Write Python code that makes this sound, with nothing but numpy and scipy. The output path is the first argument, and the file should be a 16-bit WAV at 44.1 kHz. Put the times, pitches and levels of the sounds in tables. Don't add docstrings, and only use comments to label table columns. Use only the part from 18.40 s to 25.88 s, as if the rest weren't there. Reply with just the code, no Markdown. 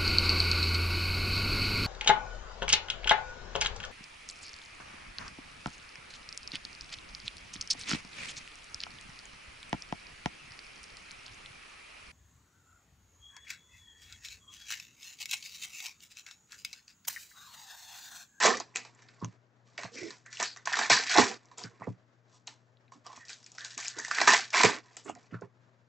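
import sys
import numpy as np
from scipy import signal
from scipy.fft import rfft, irfft, next_fast_len
from scipy.io import wavfile
from scipy.ndimage import uniform_filter1d

SR = 44100
rng = np.random.default_rng(int(sys.argv[2]) if len(sys.argv) > 2 else 0)


def elevation(decibels):
    levels = np.asarray(decibels, float)
    return 10 ** (levels / 20)


def file_out(sig):
    cols = np.atleast_2d(sig).T
    lim = np.clip(cols, -1, 1)
    pcm = np.round(lim * 32767).astype(np.int16)
    wavfile.write(sys.argv[1], SR, pcm)


N = 329868


def rms_one(x):
    return x / np.sqrt(np.mean(x ** 2) + 1e-20)


def at_hz(points, hz):
    point_hz, value = np.transpose(points)
    return np.interp(np.log(hz + 1), np.log(point_hz + 1), value)


def drift(rate):
    r = np.exp(-80 * np.pi * rate / SR)
    slow = signal.lfilter([1], [1, -2 * r, r * r], rng.standard_normal(N // 40 + 2002))
    slow = rms_one(slow[2000:])
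    return np.interp(np.arange(N) / 40, np.arange(len(slow)), slow)


def ring(clicks, hz, t60):
    r, w = elevation(-60 / (t60 * SR)), 2 * np.pi * hz / SR
    return signal.lfilter([0, np.sin(w)], [1, -2 * r * np.cos(w), r * r], clicks + 1e-18)


def dying(power, t60):
    r = elevation(-120 / (t60 * SR))
    return np.sqrt(np.abs(signal.lfilter([1 - r], [1, -r], power + 1e-30)))


def band(x, low_hz, high_hz):
    return signal.sosfilt(signal.butter(3, [low_hz, high_hz], "band", fs=SR, output="sos"), x)


def pair(spectrum, likeness):
    hz = np.fft.rfftfreq(N, 1 / SR)
    mid, side = rfft(rng.standard_normal((2, N)))
    alike = np.clip(at_hz(likeness, hz), 0, .999)
    sides = np.sqrt(1 + alike) * mid + np.sqrt(1 - alike) * side * [[1], [-1]]
    return rms_one(irfft(sides * elevation(at_hz(spectrum, hz)), N))


def lean(x, points):
    size = next_fast_len(N)
    left_minus_right_db = at_hz(points, np.fft.rfftfreq(size, 1 / SR))
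    return irfft(rfft(x, size) * elevation(left_minus_right_db / 2 * [[1], [-1]]), size)[:, :N]


def room(x, echoes, t60, wet_db):
    t = np.arange(echoes.shape[-1]) / SR
    size = next_fast_len(N + len(t))
    tails = echoes * elevation(-60 * t / t60) * np.minimum(t / 0.0016, 1)
    tails = elevation(wet_db) * tails / np.sqrt(np.sum(tails ** 2) / tails[..., 0].size)
    place = (np.arange(N) // int(.07 * SR)) % len(tails)
    wet = sum(rfft(x * (place == k), size) * rfft(tail, size) for k, tail in enumerate(tails))
    return x + irfft(wet, size)[:, :N]


# pitch in Hz, level in dB.
AIR_COLOUR = [(40, -13), (76, -24), (95, -5), (124, -3.5), (170, -7), (555, -10.5), (643, -8.5), (727, -13),
              (1720, -15), (2680, -25), (6820, -30), (7800, -35), (8940, -64)]
# pitch in Hz, likeness from 0 to 1.
AIR_ALIKE = [(60, 0.75), (300, 1), (1500, 0.2), (6000, 0.46)]
# pitch in Hz, left minus right in dB.
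AIR_BALANCE = [(60, 15), (210, 4.8), (710, 5.3), (2460, 1.5), (8490, 0.5)]
# pitch in Hz, level in dB rms.
MAINS = [(120, -69), (240, -82.5)]


def background():
    t = np.arange(N) / SR
    hum = sum(elevation(db + 2.0) * np.sin(2 * np.pi * hz * t) for hz, db in MAINS)
    hum = hum * elevation(1.0 * drift(2.9))
    air = elevation(-69.5 + 1.5 * drift(14.0)) * pair(AIR_COLOUR, AIR_ALIKE)
    return lean(air + hum, AIR_BALANCE)


# start in seconds, peak in dB, contact time in seconds.
LANDINGS = [(0.823, -27, 0.0015), (0.842, -32, 0.0009), (0.865, -39.5, 0.003), (0.877, -44.5, 0.0017),
            (1.442, -39, 0.00061), (2.506, -32.5, 0.0014), (2.785, -30, 0.0007), (3.24, -36, 0.0018),
            (3.259, -43, 0.0014), (3.407, -42, 0.0017), (3.473, -27, 0.00082), (3.481, -32, 0.00053),
            (3.5, -34.5, 0.0018), (6.239, -21, 0.00094), (6.922, -33.5, 0.002), (6.94, -32, 0.0019),
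            (6.972, -53, 0.0022), (7.024, -39, 0.0027)]
# pitch in Hz, level in dB, t60 in seconds.
TABLE_MODES = [(113, 1.5, 0.11), (129, 2, 0.08), (179, 0, 0.14), (275, 0, 0.043), (470, -1.5, 0.014),
               (597, -14, 0.054), (1010, -10, .04), (1400, -32.5, 0.035)]


def thuds(echoes):
    push = np.zeros(N)
    for s, db, contact in LANDINGS:
        shape = np.hanning(max(int(contact * SR), 3))
        i = round(s * SR)
        push[i:i + len(shape)] += elevation(db - 3.5) * shape / shape.sum()
    top = sum(elevation(db) * ring(push, hz, t60) * (-1) ** k for k, (hz, db, t60) in enumerate(TABLE_MODES))
    return room(top, echoes, t60=0.085, wet_db=-11.0)


# start in seconds, length in seconds,
# fine creases in dB, folds in dB relative to them, air pocket in dB relative to them.
FOIL_LET_GO = [(0.352, 0.15, -41.5, -10.5, -2.5), (1.728, 0.2, -58, -4.5, -3),
               (2.03, .13, -33.5, -5.5, -34), (3.245, 0.033, -50.5, 4, 3), (3.942, 0.094, -58.5, -25, -2),
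               (4.072, 0.11, -46.5, -6.5, -12), (1.86, 0.06, -54.5, -31, -23), (4.52, 0.11, -56, -10.5, -4),
               (4.896, 0.2302, -48, -16.5, -20), (5.494, 0.092, -38.5, -11.5, -37.5),
               (6.567, 0.2, -57.5, -20.5, -20)]
SEAM_TEARS = [
    (0.054, 0.16, -22, 0, -1.5),
    (2.5005, 0.18, -17.5, 0, -7.5),
    (2.777, .18, -21.5, -2, -2),
    (5.95, 0.15, -29, -3.5, -9.5),
    (6.241, 0.15, -23, 3, -2.35),
]
FOIL_PULLS = [
    (1.905, 0.04, -45.5, -8.5, -20),
    (2.262, 0.065, -35.5, 2.5, -4.5),
    (2.735, 0.037, -23.5, 2, -5),
    (3.88, 0.06, -65, -14, -5),
    (5.096, 0.058, -57, -19, -6),
    (6.13, 0.023, -25, 4.5, -3.5),
]
FOIL_RUBS = [(0.0, 0.021, -29, 0.5, -3), (0.026, 0.02, -20, -5, -3), (0.26, 0.24, -69.5, -3, 3),
             (3.29, 0.11, -73, 5.5, 5.5), (2.62, 0.07, -37.5, -1, -23), (2.693, 0.045, -28.5, 1.5, -11),
             (4.85, 0.03, -56.5, -25.5, -28.5), (0.52, 0.41, -69.5, 1, 1.5), (1.255, 0.17, -70, -2.5, -1),
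             (1.378, 0.076, -50.5, 4.5, -2), (1.968, 0.057, -47.5, -4, -24), (1.998, 0.02, -33, 0.5, -1.4),
             (2.349, 0.11, -33.5, -1.5, -8), (3.0, 0.15, -70, -0.5, 2), (3.175, 0.061, -46.5, -17, -1.5),
             (4.645, 0.17, -58.5, -4, -6), (4.882, 0.025, -47.5, -14.5, -28),
             (5.18, .16, -47.5, -11.5, -35), (5.376, 0.098, -39.5, -4, -17), (5.55, 0.4, -47.5, -9, -11.5),
             (5.71, 0.31, -36.5, 0.5, -17), (5.874, 0.068, -20, -1.5, -4.5),
             (6.169, 0.061, -25, -2.5, -3.5), (6.43, 0.18, -65, 0, 1), (6.747, 0.11, -66, -1, 0.5)]
CARD_BRUSHES = [
    (0.815, 0.093, -60.5, -4.5, 2),
    (3.4, 0.27, -67, 2.5, 6),
    (6.655, 0.1, -59.5, 5, 7.5),
    (6.91, .13, -69, 14, 6),
    (7.014, 0.1, -72, 8.5, 10.5),
]
PACK_SLIDE = [
    (1.52, 0.19, -47, -9.5, -16.5),
]
# gestures, share of length before the peak, rise in dB, fall in dB,
# release in dB per second, whole wrapper offset in dB.
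GESTURE_KINDS = [
    (FOIL_LET_GO, 0.018, 5, 31.6, 100, -1), (SEAM_TEARS, 0.06, 0.61, 26.96, 780, 3.4),
    (FOIL_PULLS, 0.9, 13, .3, 210, -14), (FOIL_RUBS, 0.059, 6.7, 0.73, 340, -4.5),
    (CARD_BRUSHES, .35, 1.3, 47, 250, 0.53), (PACK_SLIDE, 0.2, 11, 5.1, 400, 38)]


def handling(lead_in_db=93, wrapper_follows=2.3, tight_hz=5380, folds_db_per_octave=41):
    t = np.arange(N) / SR
    power, pitch = np.zeros((4, N)) + elevation(-280), np.zeros(N)
    for rows, share, rise_db, fall_db, release, wrapper_db in GESTURE_KINDS:
        for s, length, db, folds_db, pocket_db in rows:
            span = slice(max(int((s - .03) * SR), 0), int((s + length + .25) * SR))
            peak_s = np.clip(share, .005, .995) * length
            knots = s + np.array([-.03, 0, peak_s, length, length + 1])
            shape_db = [-rise_db - lead_in_db, -rise_db, 0, -fall_db, -fall_db - release]
            level = db + np.interp(t[span], knots, shape_db)
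            sizes = np.array([0, folds_db, pocket_db, wrapper_follows * pocket_db + wrapper_db])
            power[:, span] += elevation(2 * (level + sizes[:, None]))
            pitch[span] -= elevation(2 * level) * folds_db / folds_db_per_octave
    db = 10 * np.log10(power)
    return db[0], *(db[1:] - db[0]), tight_hz * 2 ** (pitch / power[0])


# lowest pitch in Hz, highest pitch in Hz.
CREASE_ZONES = [(2700, 8600), (1400, 2700), (650, 1400), (200, 650)]
RING_CYCLES = [4.6, 20, 11, 40]
# pitch in Hz, level in dB per Hz.
FOIL_COLOUR = [(200, -9.5), (280, -9), (430, -3), (650, -15.5), (780, -7.5), (980, 2), (1300, -2),
               (1450, -17), (1720, 2.5), (1950, -9), (2250, 0), (2700, -13.5)]
# pitch in Hz, level in dB.
FINE_COLOUR = [(2700, 0), (3300, -5), (4600, 2.5), (5600, -2), (7300, 1), (8200, -8.5)]


def creases(clicks, zone, tight_hz, hump_octaves=0.7, skirt_db=-17.5, patchy_db=2.0):
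    at = np.flatnonzero(clicks)
    low, high = CREASE_ZONES[zone]
    pitches, dealt = np.geomspace(low, high, num=12), rng.integers(0, 12, N)
    colour = elevation(at_hz(FOIL_COLOUR, pitches))[:, None] * np.ones(len(at))
    if zone == 0:
        octaves_off = np.log2(pitches[:, None] / tight_hz[at])
        colour = np.exp(-(octaves_off / hump_octaves) ** 2) + elevation(skirt_db)
        colour = colour * elevation(at_hz(FINE_COLOUR, pitches))[:, None]
    patches = rng.standard_normal((12, N // 3000 + 1))
    colour = colour * elevation(patchy_db * patches[:, at // 3000])
    colour = colour / np.sqrt(np.mean(colour ** 2, axis=0))
    clicks = clicks.copy()
    clicks[at] *= colour[dealt[at], np.arange(len(at))]
    rings = 0
    for k, hz in enumerate(pitches):
        rings = rings + ring(clicks * (dealt == k), hz, RING_CYCLES[zone] / hz) * np.sqrt(hz / low)
    return band(rings, low * 0.95, high * 1.0)


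# start in seconds, length in seconds,
# level in dB rms, pitch in Hz.
CAVITIES = [(0.035, 0.11, -26.5, 1140), (0.34, .14, -50.5, 2430), (6.683, 0.039, -52, 2900),
            (3.236, 0.046, -48, 1640), (3.421, 0.045, -50.5, 2060), (2.164, 0.074, -57, 1830),
            (6.691, 0.014, -44, 7200), (2.044, 0.095, -43, 4470), (0.81, 0.048, -48, 1040),
            (1.385, 0.11, -53, 590), (1.548, 0.19, -47, 2210), (1.61, 0.11, -42, 366),
            (1.851, 0.092, -54.5, 1810), (6.637, 0.089, -56, 7700), (2.397, 0.085, -36.5, 1760),
            (2.772, 0.071, -24, 280), (2.746, 0.085, -24.5, 840), (2.9, 0.045, -49.5, 1730),
            (2.502, 0.11, -27, 4500), (1.53, 0.23, -52.5, 5400), (4.52, 0.067, -62, 1120),
            (4.551, 0.044, -56.5, 284), (4.65, 0.091, -51.5, 1100), (4.785, 0.17, -60, 1890),
            (5.184, 0.17, -50, 1730), (5.367, 0.017, -48.5, 330), (5.559, 0.046, -49.5, 413),
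            (5.5, 0.51, -50, 1740), (5.69, 0.65, -38, 1710), (5.882, 0.036, -21.5, 1691),
            (6.661, 0.12, -50, 252), (6.757, 0.029, -51, 710), (6.928, 0.072, -54, 1370),
            (7.02, 0.033, -52.5, 890), (4.767, 0.023, -54, 250)]


def hollows(per_s=3500, spread=1.04, q=10, peak_share=0.16, rise_db=13, fall_db=15):
    out = np.zeros(N)
    for s, length, db, hz in CAVITIES:
        u = np.arange(int(.3 * SR)) / SR / length
        draw = rng.random((2, len(u)))
        clicks = (draw[0] < per_s / SR) * (draw[1] - .5) + 1e-9
        t60 = q / hz * (hz / 1500) ** 0.27
        apart = spread ** np.sqrt(hz / 1500)
        rung = ring(ring(clicks, hz / apart, t60), hz * apart, t60)
        level = np.interp(u, [0, peak_share, 1, 2.2], [-rise_db, 0, -fall_db, -8 * fall_db])
        start = round(s * SR)
        out[start:][:len(u)] += (elevation(db + level) * rms_one(rung))[:N - start]
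    return out


def crackle(per_s=2400, spread_db=4.0, clump_db=4.0, evening=0.85):
    fine_db, folds_db, pocket_db, wrapper_db, tight_hz = handling()
    sizes = elevation(spread_db * np.minimum(rng.exponential(1, N), 5)) * rng.choice([-1, 1], N)
    out = 0
    for zone, rel_db in enumerate([0, folds_db, pocket_db, wrapper_db]):
        born = rng.random(N) < per_s * elevation(clump_db * drift(30.0)) / SR
        grains = rms_one(creases(born * sizes, zone, tight_hz))
        slow_power = uniform_filter1d(grains ** 2, size=SR // 25) + .01
        even = rms_one(grains * slow_power ** (-evening / 2))
        out = out + even * elevation(fine_db + rel_db - 7.0)
    return out


# start in seconds, peak in dB, pitch
# in Hz.
SMALL_POPS = [(0.0585, -14.5, 6535), (0.0677, -15, 6600), (0.1706, -27, 5910), (0.2004, -25, 6470),
              (0.3535, -34, 5970), (0.359, -18, 7620), (0.37, -23, 6570), (0.6866, -48, 4570),
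              (0.8458, -31.5, 6100), (1.38, -38, 3330), (1.7061, -37, 4660), (1.9704, -36.5, 2820),
              (2.0011, -27.5, 6360), (2.0272, -18.5, 6130), (2.1716, -38.5, 6030), (2.258, -25.5, 6264),
              (2.2729, -24.5, 6670), (2.3309, -29, 4840), (2.4993, -15.5, 5450), (2.7638, -19.5, 5930),
              (2.7841, -13.5, 5673), (3.0558, -47.5, 6120), (3.1824, -27.5, 7180), (3.2376, -31, 4870),
              (4.0721, -30.5, 6636), (4.0758, -31, 3870), (4.3709, -56, 3770), (4.5207, -43.5, 7400),
              (4.6652, -37.5, 5040), (4.6708, -43, 4900), (4.77, -43.5, 5820), (4.8515, -49, 5430),
              (4.8835, -39, 5560), (4.8929, -43, 5000), (4.8989, -35.5, 6270), (4.9307, -33, 4600),
              (5.0427, -38, 5400), (5.0635, -37, 6750), (5.1182, -37, 6780), (5.1831, -31.5, 5430),
              (5.2076, -32, 3930), (5.2486, -32.5, 3905), (5.378, -27, 7280), (5.411, -34, 6290),
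              (5.4667, -25, 5155), (5.4813, -17, 6600), (5.5886, -27.5, 5950), (5.6003, -26, 6400),
              (5.6479, -33, 5790), (5.7126, -25, 5140), (5.7843, -25.5, 4952), (5.8031, -21.5, 4100),
              (5.8169, -23, 5200), (5.8751, -15.5, 3890), (5.8789, -15.5, 6820), (6.1049, -34, 5070),
              (6.2343, -17, 5280), (6.5678, -27.5, 7530), (7.0109, -51.5, 6990),
              (0.549, -53, 7000), (0.745, -52, 7000), (0.803, -54, 4700), (1.783, -50, 7000),
               (1.861, -46, 6980), (4.48, -60, 2450), (6.44, -51.5, 4800), (6.501, -54, 7600),
               (6.751, -44, 7000), (6.912, -56.5, 2900)]
# start in seconds, peak in dB, pitch in Hz.
MIDDLING_POPS = [(0.028, -13, 1770), (0.3584, -21.5, 2480), (1.3796, -32, 1980), (1.3923, -33, 2030),
                 (1.8626, -37.5, 1650), (1.971, -43, 2560), (2.1618, -47, 1610), (2.1724, -41.5, 1780),
                 (2.2731, -20.5, 1680), (2.331, -25, 1710), (2.3407, -17.5, 1640), (2.3933, -21.5, 1680),
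                 (2.4571, -28.5, 1840), (2.518, -13.5, 2460), (2.682, -26.5, 2370), (2.7094, -16.5, 2350),
                 (2.7913, -19, 1889), (4.8938, -36.5, 2410), (5.1836, -32.5, 1590), (5.3765, -33.5, 2426),
                 (5.4275, -32, 2370), (5.4557, -28, 2390), (5.5968, -29.5, 1710), (5.6486, -28, 1900),
                 (5.7119, -20, 1600), (5.7848, -15.5, 1760), (5.8168, -16.5, 1930), (5.8767, -7.5, 1640),
                 (5.9457, -8.5, 2010), (6.1562, -15, 1619), (6.2015, -11.5, 2330), (6.2107, -18.5, 1550),
                 (6.2358, -8.5, 2330), (6.5672, -40, 2060), (6.6788, -41, 1307), (6.9429, -36, 1400),
                 (7.0218, -43, 1540)]
# start in
# seconds, peak in dB, pitch in Hz.
LARGE_POPS = [(0.0506, -13, 575), (0.0784, -12, 1040), (0.2032, -29, 940), (1.387, -33.5, 642),
              (1.6293, -33, 444), (2.0003, -25.5, 770), (2.0261, -26, 1130), (2.2733, -21.5, 1030),
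              (2.3703, -20, 1230), (2.4113, -27.5, 750), (2.5009, -18, 650), (2.7852, -10, 804),
              (3.4197, -30, 940), (3.4715, -31.5, 470), (4.0768, -44, 880), (4.5204, -43, 1043),
              (4.664, -34.5, 1082), (4.7003, -42.5, 823), (4.729, -44, 980), (4.7759, -39, 1060),
              (5.3898, -33, 970), (5.5956, -34, 1280), (5.6817, -37.5, 990), (5.7122, -20, 1240),
              (5.7789, -25.5, 1290), (5.8016, -24, 1050), (5.8146, -15.5, 776), (5.8596, -26.5, 890),
              (5.8765, -4, 1070), (5.9167, -25, 1210), (5.9345, -13.5, 840), (6.1444, -20, 960),
              (6.2068, -15.5, 925), (6.2476, -14, 417), (6.2954, -21.5, 980), (6.6966, -25.5, 748),
              (6.9419, -41, 448), (7.0184, -35, 500),
              (0.8356, -37.5, 1220), (0.8458, -33.5, 3050), (0.846, -34.5, 1060), (1.451, -36.5, 685),
             (3.4316, -43, 1080), (3.441, -42, 1195), (3.47, -37.5, 950), (3.482, -36.5, 900)]
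# pops of one size, offset in dB, cycles to the peak, level of the stray partial in dB.
POP_SIZES = [(SMALL_POPS, 0.39, 1.6, -3.5), (MIDDLING_POPS, -1.5, 1.2, -8),
             (LARGE_POPS, -1.1, 0.78, -14)]


def pops():
    out, t = np.zeros(N + 1024), np.arange(1024) / SR
    for rows, offset_db, cycles, partial_db in POP_SIZES:
        for (s, db, hz), (turn, other, ratio) in zip(rows, rng.random((len(rows), 3))):
            u = t * hz / cycles
            tone = np.sin(2 * np.pi * (hz * t + turn))
            partial = np.sin(2 * np.pi * (hz * (.55 + 1.1 * ratio) * t + other))
            tone = tone + elevation(partial_db) * partial
            out[round(s * SR):][:1024] += elevation(db + offset_db) * u * np.exp(1 - u) * tone
    return out[:N]


def snaps(per_s=260, spread_db=4.5, level_db=-9.0, follows=0.93):
    fine_db, folds_db = handling()[:2]
    sizes = elevation(spread_db * np.minimum(rng.exponential(1, N), 3)) * rng.choice([-1, 1], N)
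    cracks = sizes * (rng.random(N) < per_s / SR) + 1e-18
    fine = rms_one(band(cracks, 2700.0, 7900.0))
    folds = rms_one(band(cracks, 900.0, 2700.0))
    return elevation(follows * (fine_db + 33) - 34.5 + level_db) * (fine + elevation(folds_db - 1.5) * folds)


# start in seconds, peak in dB, air pocket in dB relative.
BRIGHT_BUCKLES = [(0.2013, -28, -3.5), (0.794, -54, -26), (1.9707, -32.5, -34), (2.161, -35.5, -3.5),
                  (2.2546, -26.5, -6), (4.0782, -29.5, -5.5), (4.664, -37, -0.5), (4.729, -40.5, 2.5),
                  (4.8926, -32.5, -11.5), (4.9302, -34.5, -50), (5.028, -43, -21), (5.062, -36, -31),
                  (5.1487, -40, -10), (5.2457, -23, -16), (5.304, -35.5, -27), (5.3776, -24.5, -6),
                  (5.446, -24, -20.5), (5.4800, -28.5, -36), (5.6814, -26, -20), (6.103, -31, -37.5),
                  (6.569, -31, -6)]
# start in seconds, peak in dB, air pocket in dB relative.
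MIDDLING_BUCKLES = [(0.024, -13.5, -11), (0.3583, -11.5, -37), (0.4488, -26.5, -13.5), (0.621, -36.5, -38),
                    (1.3774, -18.5, -15), (1.432, -20, -9), (1.704, -24.5, -15), (1.9274, -23.5, -37),
                    (2.0277, -10, -35), (2.2757, -16, -14), (2.3698, -11, -11), (2.3884, -5, -11),
                    (2.4989, -18, 10), (2.6707, -15, -41), (2.713, -7, -26.5), (3.113, -38, -7),
                    (3.185, -26, -25), (3.239, -27, -26.5), (4.5197, -40.5, -9), (4.762, -27, -17.5),
                    (4.9007, -21, -34.5), (5.5838, -17, -9), (5.6472, -16.5, -38), (5.803, -13.5, -3),
                    (5.8131, -2, -13.5), (6.197, -5.5, -8.5), (6.233, 2, -6), (2.781, -1.5, -3)]
# start in seconds, peak in dB, air pocket in dB relative.
DULL_BUCKLES = [(0.5891, -34, -19), (0.687, -29.5, -31), (1.861, -40.5, -11), (2.3319, -4.5, -24),
                (2.412, -7.5, -14.5), (2.436, -15, -14.5), (2.456, -18.5, -21.5), (2.6925, -12.5, -17),
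                (3.408, -40.5, 4.5), (4.871, -33.5, -36), (5.1796, -21, -35), (5.7113, -14, -18),
                (5.7815, -4, -22.5), (5.8737, 2.5, -9), (6.129, -20, -23), (6.1392, -10.5, -13.5),
                (6.679, -25, -6.5), (6.6955, -33.5, -5), (6.752, -36, -16), (6.9424, -35.5, -9.5),
                (7.019, -41.5, 8)]


def buckles(burst_s=0.012, rise_s=0.017):
    kinds = [BRIGHT_BUCKLES, MIDDLING_BUCKLES, DULL_BUCKLES]
    s, peak_db, pocket_db = np.transpose(sum(kinds, []))
    fine_db = np.repeat([2.5, -5.5, -15], [len(rows) for rows in kinds])
    shower, tight_hz, out = rng.standard_normal(N), handling()[-1], 0
    for zone, rel_db in enumerate([fine_db + 9.5, -6.0, pocket_db + 4.5, pocket_db - 18.5]):
        strikes = np.zeros(N)
        strikes[np.round(s * SR).astype(int)] = elevation(2 * (peak_db + rel_db - 9.0))
        burst = dying(dying(strikes, rise_s) ** 2, burst_s)
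        out = out + creases(shower * burst * (burst > 1e-6), zone, tight_hz)
    return out


def foil(echoes):
    near = room(crackle() + hollows(), echoes, t60=0.058, wet_db=-1.0)
    sharp = room(band(pops(), 290.0, 10000.0) + snaps(), echoes[::-1], t60=.05, wet_db=-6.0)
    return near + sharp + room(buckles(), echoes, t60=0.2, wet_db=-0.5)


# pitch in Hz, level in dB.
TABLE_ECHO = [(100, -19.5), (200, -14), (350, -10.5), (600, -15), (1000, -16.5), (2000, -16.5), (4500, -30),
              (8500, -30.5)]


def glance(x, t60=0.064, shift_per_s=44.0):
    size, turn = next_fast_len(N + 4096), 2 * drift(shift_per_s)
    tails = rng.standard_normal((2, 4096)) * elevation(-60 * np.arange(4096) / SR / t60)
    colour = elevation(at_hz(TABLE_ECHO, np.fft.rfftfreq(size, 1 / SR))) / np.sqrt(np.sum(tails[0] ** 2))
    parts = rfft(x.mean(axis=0) * [np.cos(turn), np.sin(turn)], size) * rfft(tails, size)
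    return x + irfft(parts.sum(axis=0) * colour, size)[:N] * [[1], [-1]]


# pitch in Hz, likeness from 0 to 1.
ECHO_ALIKE = [(60, 0.23), (160, 0.26), (430, 0.86), (1170, 1), (3150, 0.94), (8490, 0.99)]
# pitch in Hz, left minus right in dB.
FOIL_BALANCE = [(120, 0.5), (280, -7.5), (540, -6), (1020, -3.5), (2060, -2.5), (4180, 1.5), (8490, 2.5)]


def scene():
    hiss = pair([(20, 0), (20000, 0)], ECHO_ALIKE)
    echoes = hiss[:, :4 * 12000].reshape(2, 4, -1).swapaxes(0, 1)
    return lean(glance(foil(echoes) + thuds(echoes)), FOIL_BALANCE) + background()


def starve(x, under_db=-18.0):
    mid, side = signal.stft([x[0] + x[1], x[0] - x[1]], nperseg=2048)[2]
    power = (np.abs(side[:1024]) ** 2).reshape(128, 8, -1).mean(axis=1)
    faint = power < elevation(2 * under_db) * np.mean(np.abs(mid[:400]) ** 2, axis=0)
    side[:1024] *= np.repeat(faint, 8, axis=0)
    return x - signal.istft(side, nperseg=2048)[1][:N] / 2 * [[1], [-1]]


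def roll_off(x):
    return signal.sosfilt(signal.butter(12, 9090, fs=SR, output="sos"), x)


def record(dry):
    cut = signal.sosfilt(signal.butter(4, 87.0, "high", fs=SR, output="sos"), starve(dry))
    rounded = 1.255 * np.tanh(cut / 1.275)
    cut = signal.sosfilt(signal.cheby2(10, 75, 8985 * 1.16, fs=SR, output="sos"), rounded)
    mix = np.clip(cut, -1, 1) + elevation(-101.0) * rng.standard_normal(dry.shape)
    return roll_off(mix)


dry = scene()
out = record(dry)
file_out(out)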